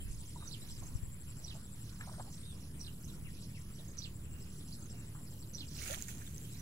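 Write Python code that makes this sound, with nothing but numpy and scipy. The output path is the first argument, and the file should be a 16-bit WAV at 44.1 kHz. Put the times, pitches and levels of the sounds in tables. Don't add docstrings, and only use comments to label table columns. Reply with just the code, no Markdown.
import sys
import numpy as np
from scipy import signal
from scipy.io import wavfile
from scipy.ndimage import uniform_filter1d

SR = 44100
rng = np.random.default_rng(int(sys.argv[2]) if len(sys.argv) > 2 else 0)


def generate_wav(sig):
    pcm = np.round(np.clip(np.atleast_2d(sig).T, -1, 1) * 32767).astype(np.int16)
    wavfile.write(sys.argv[1], SR, pcm)


N = 291501
TIME_S = np.arange(N) / SR
LAG, INSECT_LAG, STEP_LAG = 7, 13, -20


def gain_of(db):
    return 10 ** (np.asarray(db) / 20)


def unit_rms(x):
    return x / np.sqrt(np.mean(x ** 2) + 1e-20)


def butter(x, order, hz, kind):
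    return signal.sosfilt(signal.butter(order, hz, kind, fs=SR, output="sos"), x)


def at_hz(rows, hz):
    freq_hz, value = np.transpose(rows)
    return np.interp(np.log(hz + 1), np.log(freq_hz + 1), value)


def curve(rows):
    return np.interp(TIME_S, *np.transpose(rows))


def wander(rate_hz):
    span = int(SR / 20 / rate_hz)
    slow = uniform_filter1d(uniform_filter1d(rng.standard_normal(N // 20 + 2), span), span)
    return unit_rms(np.interp(np.arange(N) / 20, np.arange(len(slow)), slow))


def add(mix, start_s, sound, pan_db, lag=LAG):
    start = round(start_s * SR)
    for channel, first, db in [(0, start, pan_db / 2), (1, start + lag, -pan_db / 2)]:
        part = mix[channel, max(first, 0):][:len(sound)]
        part += (sound * gain_of(db))[:len(part)]


def resonate(x, hz, width_hz):
    carrier = np.exp(2j * np.pi * hz * np.arange(1, len(x) + 1) / SR)
    pole = np.exp(-np.pi * width_hz / SR)
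    return 2 * (carrier * signal.lfilter([1 - pole], [1, -pole], x / carrier + 1e-18)).real


def glide(mix, rows, pan_db, rough, trill_hz=0, trill_depth=.4, lag=LAG):
    times_s, pitches_hz, levels_db = np.transpose(rows)
    t = np.arange(times_s[0], times_s[-1], 1 / SR)
    flutter = unit_rms(uniform_filter1d(rng.standard_normal((2, len(t))), 70))
    hz = np.interp(t, times_s, pitches_hz) * (1 + .0895 * rough * flutter[0])
    tone = np.sqrt(2) * np.sin(2 * np.pi * np.cumsum(hz) / SR) * (1 + rough * flutter[1])
    trill = 1 + trill_depth * np.sin(2 * np.pi * trill_hz * t)
    envelope = gain_of(np.interp(t, times_s, levels_db)) * signal.windows.tukey(len(t), .2)
    add(mix, times_s[0], envelope * trill * tone, pan_db, lag)


# freq_hz, correlation
COHERENCE = [(30, 1), (70, 1), (150, 0.96), (300, 0.93), (700, 0.48), (1500, 0.32), (4000, 0.15),
             (12000, 0.051)]

def noise(spectrum, pan, size, lag, patchy_db, flicker_db, coherence):
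    frames, hz = 4 * N // size + 5, np.fft.rfftfreq(size, 1 / SR)
    a, b, c, d, patches = rng.standard_normal((frames, len(hz), 5)).T
    left, other = a + 1j * b, c + 1j * d
    shared = coherence * at_hz(COHERENCE, hz)[:, None]
    treble_delay = np.exp(-2j * np.pi * hz * lag / SR * (hz > 1500))[:, None]
    right = shared * treble_delay * left + np.sqrt(1 - shared ** 2) * other
    patches = unit_rms(uniform_filter1d(uniform_filter1d(patches, size // 64, 0), 10, 1))
    flicker = np.outer(1 / (1 + (hz / 6000) ** 4), rng.standard_normal(frames))
    drift_db = (patchy_db * patches + flicker_db * flicker) * (hz / (hz + 600))[:, None]
    side_db = np.outer([.5, -.5], at_hz(pan, hz))[:, :, None]
    spectra = np.array([left, right]) * gain_of(at_hz(spectrum, hz)[:, None] + side_db + drift_db)
    return unit_rms(signal.istft(spectra, nperseg=size, noverlap=3 * size // 4)[1][:, :N])


# freq_hz, density_db
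AIR_SPECTRUM = [(12, -39), (20, -19), (44, -7), (137, -4), (713, -35.5), (996, -32.5), (3040, -36),
                (6120, -48), (7050, -36), (7650, -28), (8150, -40.5), (9500, -32.5), (10100, -39.5),
                (11400, -33), (11900, -44), (13000, -41), (14500, -39), (15800, -36.5)]
# freq_hz, pan_db
AIR_PAN = [(60, -0.5), (180, -0.7), (550, -0.7), (1650, -1.1), (4970, 3.5), (15000, -2.5)]

def air():
    hiss = noise(AIR_SPECTRUM, AIR_PAN, size=1024, lag=LAG, patchy_db=3.5, flicker_db=1.5, coherence=1)
    return gain_of(-50.5) * hiss


# time_s, firing_hz
FIRING_RATE = [(0, 36.5), (.96, 38), (1.4, 37.5), (1.8, 38.5), (2.5, 36.5), (2.9, 37.5), (4.6, 37.5),
               (5.25, 36.5), (6.1, 37.5), (6.61, 37.5)]
# multiple, level_db
ENGINE_ORDERS = [(1, -19), (2, 2), (3, 2.5), (4, -0.5), (5, -5.5), (6, -25.5), (7, -22), (8, -27.5),
                 (9, -22.5)]
# time_s, level_db
EXHAUST_LEVEL = [(0, -67.5), (.8, -63.5), (1.0, -73), (2.1, -76), (2.8, -62), (3.6, -65.5), (5.3, -60),
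                 (6.61, -62)]

def engine():
    phase = 2 * np.pi * np.cumsum(curve(FIRING_RATE) * (1 + .01235 * wander(12.7))) / SR
    drone = sum(gain_of(db + 2.4 * wander(25)) * -np.cos(multiple * phase + .54 * wander(8))
                for multiple, db in ENGINE_ORDERS)
    puffs = butter(rng.standard_normal(N), 2, [130, 330], "band") * (1 + .51 * np.cos(phase))
    exhaust = unit_rms(puffs) * gain_of(curve(EXHAUST_LEVEL))
    return (gain_of(-52) * unit_rms(drone) + exhaust) * gain_of([[-.25], [.25]])


# time_s, level_db
WIND_LEVEL = [(0, -48.5), (.16, -48.5), (.3, -70), (.6, -56), (.8, -48.5), (1.05, -56), (1.2, -59),
              (2.2, -85), (3.3, -50), (3.45, -70), (3.9, -76), (4.25, -58), (5.2, -86), (6.61, -69)]
# centre_s, level_db, pitch_hz, pan_db, polarity
WIND_BUMPS = [(0.112, -48, 38, -26, 1), (.958, -38, 73, 29.5, 1), (1.034, -42, 57.4, 29, -1)]

def wind(mix):
    low = butter(rng.standard_normal((3, N)), 2, [28, 52], "band")
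    mix += unit_rms(low[:2] + .39 * low[2]) * gain_of(curve(WIND_LEVEL) - wander(8))
    t = np.arange(-SR // 20, SR // 20) / SR
    for centre_s, db, hz, pan_db, polarity in WIND_BUMPS:
        bump = np.exp(-(3 * hz * t) ** 2) * np.cos(2 * np.pi * hz * t + .36)
        add(mix, centre_s + t[0], polarity * gain_of(db) * bump, pan_db, lag=0)


# time_s, level_db
TWITTER_LEVEL = [(0, -70), (.35, -63.5), (.74, -63.5), (1.1, -75.5), (1.47, -61.5), (1.75, -71),
                 (2.1, -59.5), (2.5, -68), (3, -70), (3.9, -68), (4.3, -74), (4.66, -66.5), (5.0, -70),
                 (5.5, -68), (5.85, -57.5), (6.28, -74), (6.61, -69)]

def twitter():
    calls, t = np.zeros((2, N)), np.arange(int(.015 * SR)) / SR
    for when, tune, slope, loud, side in rng.random((3000, 5)):
        start_hz = 2900 + 3700 * tune ** .64
        sweep = np.sin(2 * np.pi * start_hz * (t + 20 * (slope - .55) * t ** 2))
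        rasp = 1 + 1.7 * np.sin(2 * np.pi * (250 + 300 * side) * t)
        envelope = gain_of(4 * loud) * np.hanning(len(t))
        add(calls, when * N / SR, envelope * sweep * rasp, pan_db=-12 * side - 3)
    return unit_rms(calls) * gain_of(curve(TWITTER_LEVEL) + 2.16 * wander(12.3))


# start_s, length_s, start_hz, middle_hz, end_hz, level_db, pan_db, trill_depth
FAR_WHISTLES = [(0, 0.031, 3020, 3190, 3120, -63.5, -4, .1), (0.008, 0.084, 2670, 2580, 2660, -71, -2, .1),
                (0.365, 0.12, 3790, 3840, 3660, -67, -9, 0.1),
                (0.613, 0.031, 3680, 4000, 3880, -62, -7, 0.3),
                (2.422, 0.12, 3590, 3810, 3330, -65, -9, 0.1), (3.246, 0.027, 2850, 2850, 2750, -67, 10, 0),
                (3.255, 0.043, 2770, 2154, 1760, -63, 3, 0),
                (3.546, 0.043, 2860, 2420, 1750, -64.5, 8.5, 0.4),
                (4.187, 0.087, 3950, 3300, 2830, -77, -5, .6), (4.299, 0.14, 2780, 2800, 2710, -75, -9, .9),
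                (4.926, 0.13, 2800, 2690, 2680, -71.5, -4, .9),
                (6.26, 0.022, 3910, 3590, 3200, -62.5, -7, .3), (6.44, .022, 3100, 3300, 3170, -63, -6, .3),
                (6.524, 0.034, 3850, 3800, 3960, -65, -6, .3),
                (6.551, 0.03, 3950, 4600, 5700, -68, -2, 0.35),
                (6.581, .032, 5800, 6050, 5840, -63.5, -8, .4)]

def whistles(mix):
    for s, length_s, start_hz, middle_hz, end_hz, db, pan_db, depth in FAR_WHISTLES:
        path = [(s, start_hz, db + 2), (s + length_s / 2, middle_hz, db), (s + length_s, end_hz, db + 2)]
        glide(mix, path, pan_db, rough=.25, trill_hz=42, trill_depth=depth)


# start_s, level_db, pitch_hz
TSEEP_TRIPLETS = [(0.08, -64, 6500), (0.801, -60.5, 6460), (3.0126, -64.5, 6450), (3.8492, -63, 6480),
                  (4.792, -63.5, 6390)]

def tseeps(mix, gap_s=.033):
    for start_s, level_db, hz in TSEEP_TRIPLETS:
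        for k, accent_db in enumerate([-6, .5, -.5]):
            s, db = start_s + k * gap_s, level_db + accent_db
            path = [(s - .002, 1.05 * hz, db - 3), (s + .003, hz, db), (s + .01, .96 * hz, db - 10)]
            glide(mix, path, pan_db=-19, rough=.1)


# time_s, level_db, pitch_hz
FLOCK_CHIRPS = [(0.258, -57, 6100), (.6396, -57, 5600), (0.663, -55, 5570), (.69, -51, 3870),
                (0.114, -56, 6010), (0.9563, -53.5, 5980), (2.114, -58, 5420), (2.443, -56, 5050),
                (0.7124, -48, 5780), (.7444, -55, 5620), (0.855, -52, 6220), (1.875, -56, 5620),
                (2.327, -49, 6180), (2.6245, -57, 5760), (3.038, -54, 6100), (3.083, -50, 4100),
                (3.089, -59, 5300), (3.426, -48, 4800), (3.431, -51.5, 5900), (3.458, -60, 5600),
                (3.749, -53.5, 5900), (3.7893, -50, 3970), (4.4195, -54, 5500), (4.6006, -54.5, 3720),
                (4.677, -55, 5870), (4.725, -45, 4670), (4.735, -52, 5920), (4.575, -55, 6150),
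                (4.519, -59, 6040), (4.897, -50.5, 5510), (5.268, -53, 5210), (5.3883, -56, 5850),
                (5.426, -52, 4650), (6.109, -54, 3400)]

def flock(mix):
    for s, db, hz in FLOCK_CHIRPS:
        path = [(s - .007, .76 * hz, db - 17), (s + .004, 1.03 * hz, db - 11),
                (s + .013, .93 * hz, db - 13), (s + .032, .8 * hz, db - 24)]
        glide(mix, path, pan_db=-6.5, rough=.55, trill_hz=120)


# start_s, end_s, start_hz, end_hz, start_db, end_db
CHIRP_STROKES = [(-.016, -0.003, 5860, 6360, -22, -22), (-.007, 0.000, 3740, 5440, -20, -17),
                 (-.002, 0.008, 5855, 5834, -10.5, -4), (.007, 0.045, 5710, 5790, -18, -45),
                 (0.01, 0.038, 4300, 4880, -25, -20.5), (0.034, 0.059, 3540, 5340, -10, -31),
                 (0.047, .062, 5000, 4800, -24, -21), (0.05, 0.063, 4673, 3767, -22.5, -10.5),
                 (0.062, 0.078, 3668, 2784, -15.5, -18.5), (0.078, 0.103, 2954, 2520, -20, -39)]
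STROKE_RASP = [.45, .2, .2, .65, .95, .3, .55, .38, .42, .65]
# peak_s, level_db, pan_db, pitch_ratio, second_half_db
NEAR_CHIRPS = [(0.476, -41.5, -11.5, 1.02, 3), (1.444, -42.5, -7.5, 0.98, 4),
               (2.81, -39.5, -7.5, .97, -0.5), (3.985, -36.5, -8.5, 1.01, 0),
               (5.5479, -37, -7.5, 1.004, 2.5)]

def near_bird(mix, second_half_s=.02):
    for peak_s, db, pan_db, ratio, second_half_db in NEAR_CHIRPS:
        for (start_s, end_s, start_hz, end_hz, start_db, end_db), rough in zip(CHIRP_STROKES, STROKE_RASP):
            base_db = db + second_half_db * (start_s > second_half_s)
            path = [(peak_s + start_s, ratio * start_hz, base_db + start_db),
                    (peak_s + end_s, ratio * end_hz, base_db + end_db)]
            glide(mix, path, pan_db, rough, trill_hz=170)


def birds(t60_s=.11, echo_db=-5.5):
    calls = twitter()
    for source in (near_bird, flock, tseeps, whistles):
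        source(calls)
    t = np.arange(int(.08 * SR)) / SR
    echoes = rng.standard_normal((2, len(t))) * (rng.random((2, len(t))) < .05)
    echoes *= gain_of(-60 * t / t60_s) * (t > .004)
    echoes *= gain_of(echo_db) / np.linalg.norm(echoes[0])
    return calls + signal.oaconvolve(calls, echoes, axes=1)[:, :N]


# centre_hz, width_hz, pulse_hz, pan_db, throb_hz, throb_db
KATYDIDS = [(10835, 900, 120, 3, 0, 0), (8580, 600, 210, 9, 0, 0), (9210, 560, 130, 5.5, 10.5, 13.5),
            (13250, 1600, 810, -5, 0, 0)]
# start_s, end_s, start_db, end_db
KATYDID_SPELLS = [
    [(0, 3.88, -64.5, -65.5), (3.88, 4.8, -75, -66.5), (4.51, 8, -69, -62.5)],
    [(2.04, 2.225, -67, -60.5), (2.36, 2.545, -64.5, -61), (2.73, 2.905, -67, -62.5)],
    [(0, 0.79, -60.5, -62.5)],
    [(.55, 1.3, -67, -79), (2.85, 3.2, -67, -73), (5.24, 5.9, -67, -72), (6.15, 6.9, -71, -68)],
]
KATYDID_FADES_S = [.03, 0.04, .03, 0.12]

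def katydids(mix):
    for insect, spells, fade_s in zip(KATYDIDS, KATYDID_SPELLS, KATYDID_FADES_S):
        hz, width_hz, pulse_hz, pan_db, throb_hz, throb_db = insect
        level = np.zeros(N)
        for start_s, end_s, start_db, end_db in spells:
            active = (TIME_S >= start_s) & (TIME_S < end_s)
            level += active * gain_of(np.interp(TIME_S, [start_s, end_s], [start_db, end_db]))
        level = uniform_filter1d(level, int(fade_s * SR))
        level *= gain_of(-throb_db * np.sin(np.pi * throb_hz * (TIME_S - .03)) ** 2)
        pulses = 1.7 + np.sin(np.pi * np.cumsum(pulse_hz * (1 + .00725 * wander(3.2))) / SR) ** 4
        left, other = rng.standard_normal((2, N))
        right = .2 * np.roll(left, INSECT_LAG) + other
        buzz = butter([left, right], 3, [hz - width_hz / 2, hz + width_hz / 2], "band") * pulses
        mix += buzz / buzz.std(1)[:, None] * level * gain_of([[pan_db / 2], [-pan_db / 2]])


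# last_stroke_s, level_db, length_s
CRICKET_CHIRPS = [(0.045, -54, 0.04), (0.131, -54, 0.035), (0.214, -53.0, 0.03), (0.295, -53.0, 0.03),
                  (0.383, -55, 0.031), (0.465, -54, 0.032), (0.547, -53.5, 0.031), (0.636, -53.5, 0.029),
                  (0.723, -51.5, 0.036), (0.802, -52, 0.031), (0.891, -52.0, 0.032), (0.972, -53.5, 0.032),
                  (1.062, -52.5, 0.037), (1.145, -51.5, 0.032), (1.223, -52, 0.028), (1.312, -52.0, 0.041),
                  (1.401, -51.5, 0.035), (1.488, -54, 0.037), (1.575, -53.0, 0.036), (1.663, -53.5, 0.035),
                  (1.746, -51, 0.026), (1.832, -52.5, 0.031), (2.019, -51.5, 0.034), (2.226, -51.5, 0.023),
                  (2.356, -54, 0.042), (2.817, -58.0, 0.042), (2.955, -60.0, 0.041), (3.053, -60.0, 0.032),
                  (3.155, -60.0, 0.039), (3.238, -60, 0.022), (3.331, -62, 0.029), (3.423, -56, 0.029),
                  (3.522, -61, 0.042), (3.622, -57, 0.022), (3.738, -58, 0.041), (3.822, -64, 0.041),
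                  (3.905, -61, 0.042), (4.006, -59, 0.04), (4.078, -56.0, 0.022), (4.167, -55.0, 0.029),
                  (4.255, -53.5, 0.022), (4.34, -56.0, 0.027), (4.427, -53.0, 0.027), (4.51, -58, 0.037),
                  (4.594, -54.0, 0.024), (4.679, -57, 0.034), (4.761, -54.5, 0.029), (4.843, -55.5, 0.04),
                  (4.928, -52.0, 0.037), (5.012, -54, 0.038), (5.09, -55, 0.032), (5.169, -57, 0.028),
                  (5.254, -54.5, 0.042), (5.34, -54.5, 0.045), (5.426, -55.5, 0.038), (5.513, -54.5, 0.042),
                  (5.598, -55, 0.04), (5.692, -53, 0.031), (5.773, -52, 0.028), (5.852, -55.0, 0.046),
                  (5.94, -54, 0.046), (6.024, -54, 0.034), (6.113, -54, 0.041), (6.197, -56, 0.035),
                  (6.281, -54.0, 0.032), (6.362, -52.5, 0.03), (6.452, -53, 0.04), (6.535, -52, 0.036)]

def cricket(mix, wing_hz=7705, sweep_hz_per_s=7500, stroke_hz=134, growth_db=5.5):
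    for last_s, db, length_s in CRICKET_CHIRPS:
        jitter = rng.standard_normal(14)
        t = np.arange(-int(length_s * SR), int(SR / stroke_hz / 2)) / SR
        strokes = abs(np.cos(np.pi * t * stroke_hz * (1 + .034 * jitter[0]))) ** 1.63
        uneven_db = 1.5 * jitter[2:][np.round(-t * stroke_hz).astype(int)]
        envelope = gain_of(db + 2 + growth_db * t / length_s + uneven_db)
        envelope *= signal.windows.tukey(len(t), .15)
        pitch_hz = wing_hz * (1 + .00505 * jitter[1]) + sweep_hz_per_s * t
        tone = np.sin(2 * np.pi * np.cumsum(pitch_hz) / SR)
        add(mix, last_s + t[0], envelope * strokes * tone, pan_db=7, lag=INSECT_LAG)


# time_s, level_db, pitch_hz
MUD_PLOPS = [(.36, -52, 680), (.403, -53, 1145), (0.423, -47, 1060), (.45, -55, 1256), (.629, -60, 780),
             (.822, -49.5, 750), (.891, -62, 850), (1.385, -59, 484), (1.43, -62, 640), (1.547, -50.5, 600),
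             (1.996, -52, 1116), (2.0092, -39, 1650), (2.018, -50, 1730), (2.027, -50, 1274),
             (2.072, -45, 720), (2.09, -44, 937), (2.115, -49.5, 573), (2.133, -52.5, 1230),
             (2.182, -45, 616), (2.197, -39.5, 756), (2.2025, -36.5, 848), (2.24, -56, 692),
             (2.266, -55, 737), (3.791, -56, 578), (3.878, -57, 478), (4.93, -62, 652), (5.147, -52, 1073),
             (5.191, -62, 545), (5.788, -44.5, 2860), (5.816, -45.5, 2050), (5.8275, -48, 2120),
             (5.856, -47, 2070), (5.882, -42, 2390), (5.895, -42.5, 570), (5.937, -37.5, 1567),
             (5.971, -43, 850), (6.083, -45.5, 1800), (6.209, -49.5, 1583)]

def mud_plops(mix, step_s=5.7):
    t = np.arange(int(.06 * SR)) / SR
    for s, db, hz in MUD_PLOPS:
        bubbles = np.sin(2 * np.pi * hz * (t + 2.5 * t ** 2)) + .3 * np.sin(2 * np.pi * 1.45 * hz * t)
        grit, width_hz = rng.standard_normal(len(t)), .69 * hz
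        splat = unit_rms(resonate(resonate(grit, hz, width_hz), hz, width_hz))
        stretch = 2.06 + .3 * max(-42.5 - db, 0)
        rise_s, t60_s = .0011 * stretch, .021 * stretch
        envelope = (1 - np.exp(-t / rise_s)) ** 2 * gain_of(db - 60 * t / t60_s)
        pan_db, lag = (-.5, LAG) if s < step_s else (-4.5, STEP_LAG)
        add(mix, s - .003, envelope * (.72 * bubbles + 1.03 * splat), pan_db, lag)


# time_s, pitch_hz, level_db
SUCK_PATHS = [
    [(.356, 790, -63), (.362, 987, -50), (.372, 965, -56), (.378, 720, -69)],
    [(5.9, 517, -43), (5.908, 520, -47.5), (5.924, 624, -46), (5.954, 735, -66)],
]

def mud_sucks(mix):
    early, underfoot = SUCK_PATHS
    glide(mix, early, pan_db=0, rough=.13)
    glide(mix, underfoot, pan_db=-3, rough=.13, lag=STEP_LAG)


# time_s, level_db, pitch_hz, pan_db
STALK_SNAPS = [(5.788, -46, 6600, -7), (5.8132, -43, 7250, -7.0), (5.823, -45, 6990, -7),
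               (5.8345, -47, 6600, -7), (5.84, -39, 6330, -11), (5.857, -43, 7390, -7),
               (5.873, -40, 8130, -7), (5.8778, -38, 6840, -8), (5.886, -40, 7200, -8),
               (5.8957, -40, 6820, -8), (5.9092, -35, 6350, -11), (5.909, -34, 3380, -11),
               (5.9155, -42, 7030, -8), (5.9284, -44, 6710, -8), (5.936, -46, 3070, -7),
               (5.9457, -33, 3320, -11), (6.0238, -30, 6830, -15), (6.084, -35.5, 6900, -10),
               (6.0913, -39, 8060, -7), (6.1087, -44, 3250, -6), (6.151, -50, 5000, -6),
               (6.276, -47, 3360, -5), (6.345, -53, 6000, -5), (6.381, -37, 6260, -6)]

def stalk_snaps(mix, ring_t60_s=.0045, tick_t60_s=.0035):
    t = np.arange(int(.018 * SR)) / SR
    for s, db, hz, pan_db in STALK_SNAPS:
        ring = np.sin(2 * np.pi * hz * t) * (1 + .34 * np.sin(2 * np.pi * 900 * t))
        ring *= gain_of(-60 * t / ring_t60_s) * (1 - np.exp(-t / .00043))
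        tick = np.diff(rng.standard_normal(len(t)), prepend=0)
        tick *= gain_of(-5 - 60 * t / tick_t60_s) * np.minimum(t / .0006, 1)
        add(mix, s + .00022, gain_of(db) * (2.14 * ring + tick), pan_db, STEP_LAG)


# freq_hz, density_db
GRASS_SPECTRUM = [(410, -28), (700, -6.5), (995, -32), (1360, -3), (2210, -3.5), (2900, -6), (4100, -8.5),
                  (5200, -12.5), (6430, 0), (8120, -6.5), (9630, -5.5), (11500, -9), (12700, -15),
                  (14300, -8), (15800, -7.5)]
# freq_hz, pan_db
GRASS_PAN = [(60, 2), (180, 3), (550, -3), (1650, -3.5), (4970, -8), (15000, -6.5)]
# time_s, level_db
SWISH_LEVEL = [(5.6, -100), (5.69, -65.5), (5.82, -46), (5.945, -42), (5.97, -52), (6.03, -48), (6.06, -53),
               (6.078, -51.5), (6.092, -46), (6.14, -53.5), (6.3, -57.5), (6.61, -58)]

def grass_swish(mix, foot_down_s=5.95):
    crackle_db = 2.5 * np.minimum(rng.exponential(1, (3, N // 40 + 1)), 4)
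    crackle = gain_of(crackle_db).repeat(40, 1)[:, :N]
    swish = noise(GRASS_SPECTRUM, GRASS_PAN, size=256, lag=STEP_LAG,
                  patchy_db=2.5, flicker_db=2, coherence=.28)
    settled = np.clip((TIME_S - foot_down_s) / .069, 0, 1)
    swish -= .69 * settled * butter(swish, 1, 2500, "low")
    stalks, tips = butter(swish, 2, 3300, "low"), butter(swish, 2, 8500, "high")
    blades = swish - stalks - tips
    rustle = stalks * crackle[0] + blades * crackle[1] + tips * crackle[2]
    mix += unit_rms(rustle) * gain_of(curve(SWISH_LEVEL))


def scene():
    mix = air() + engine() + birds()
    for source in (wind, cricket, katydids, mud_plops, mud_sucks, grass_swish, stalk_snaps):
        source(mix)
    return mix


def record(dry):
    cutoff_hz, dc_offset = 15780, .0029
    taps = signal.firwin(1023, cutoff_hz, window=("kaiser", 9), fs=SR)
    return signal.oaconvolve(dry, taps[None], "same") + dc_offset


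dry = scene()
out = record(dry)
generate_wav(out)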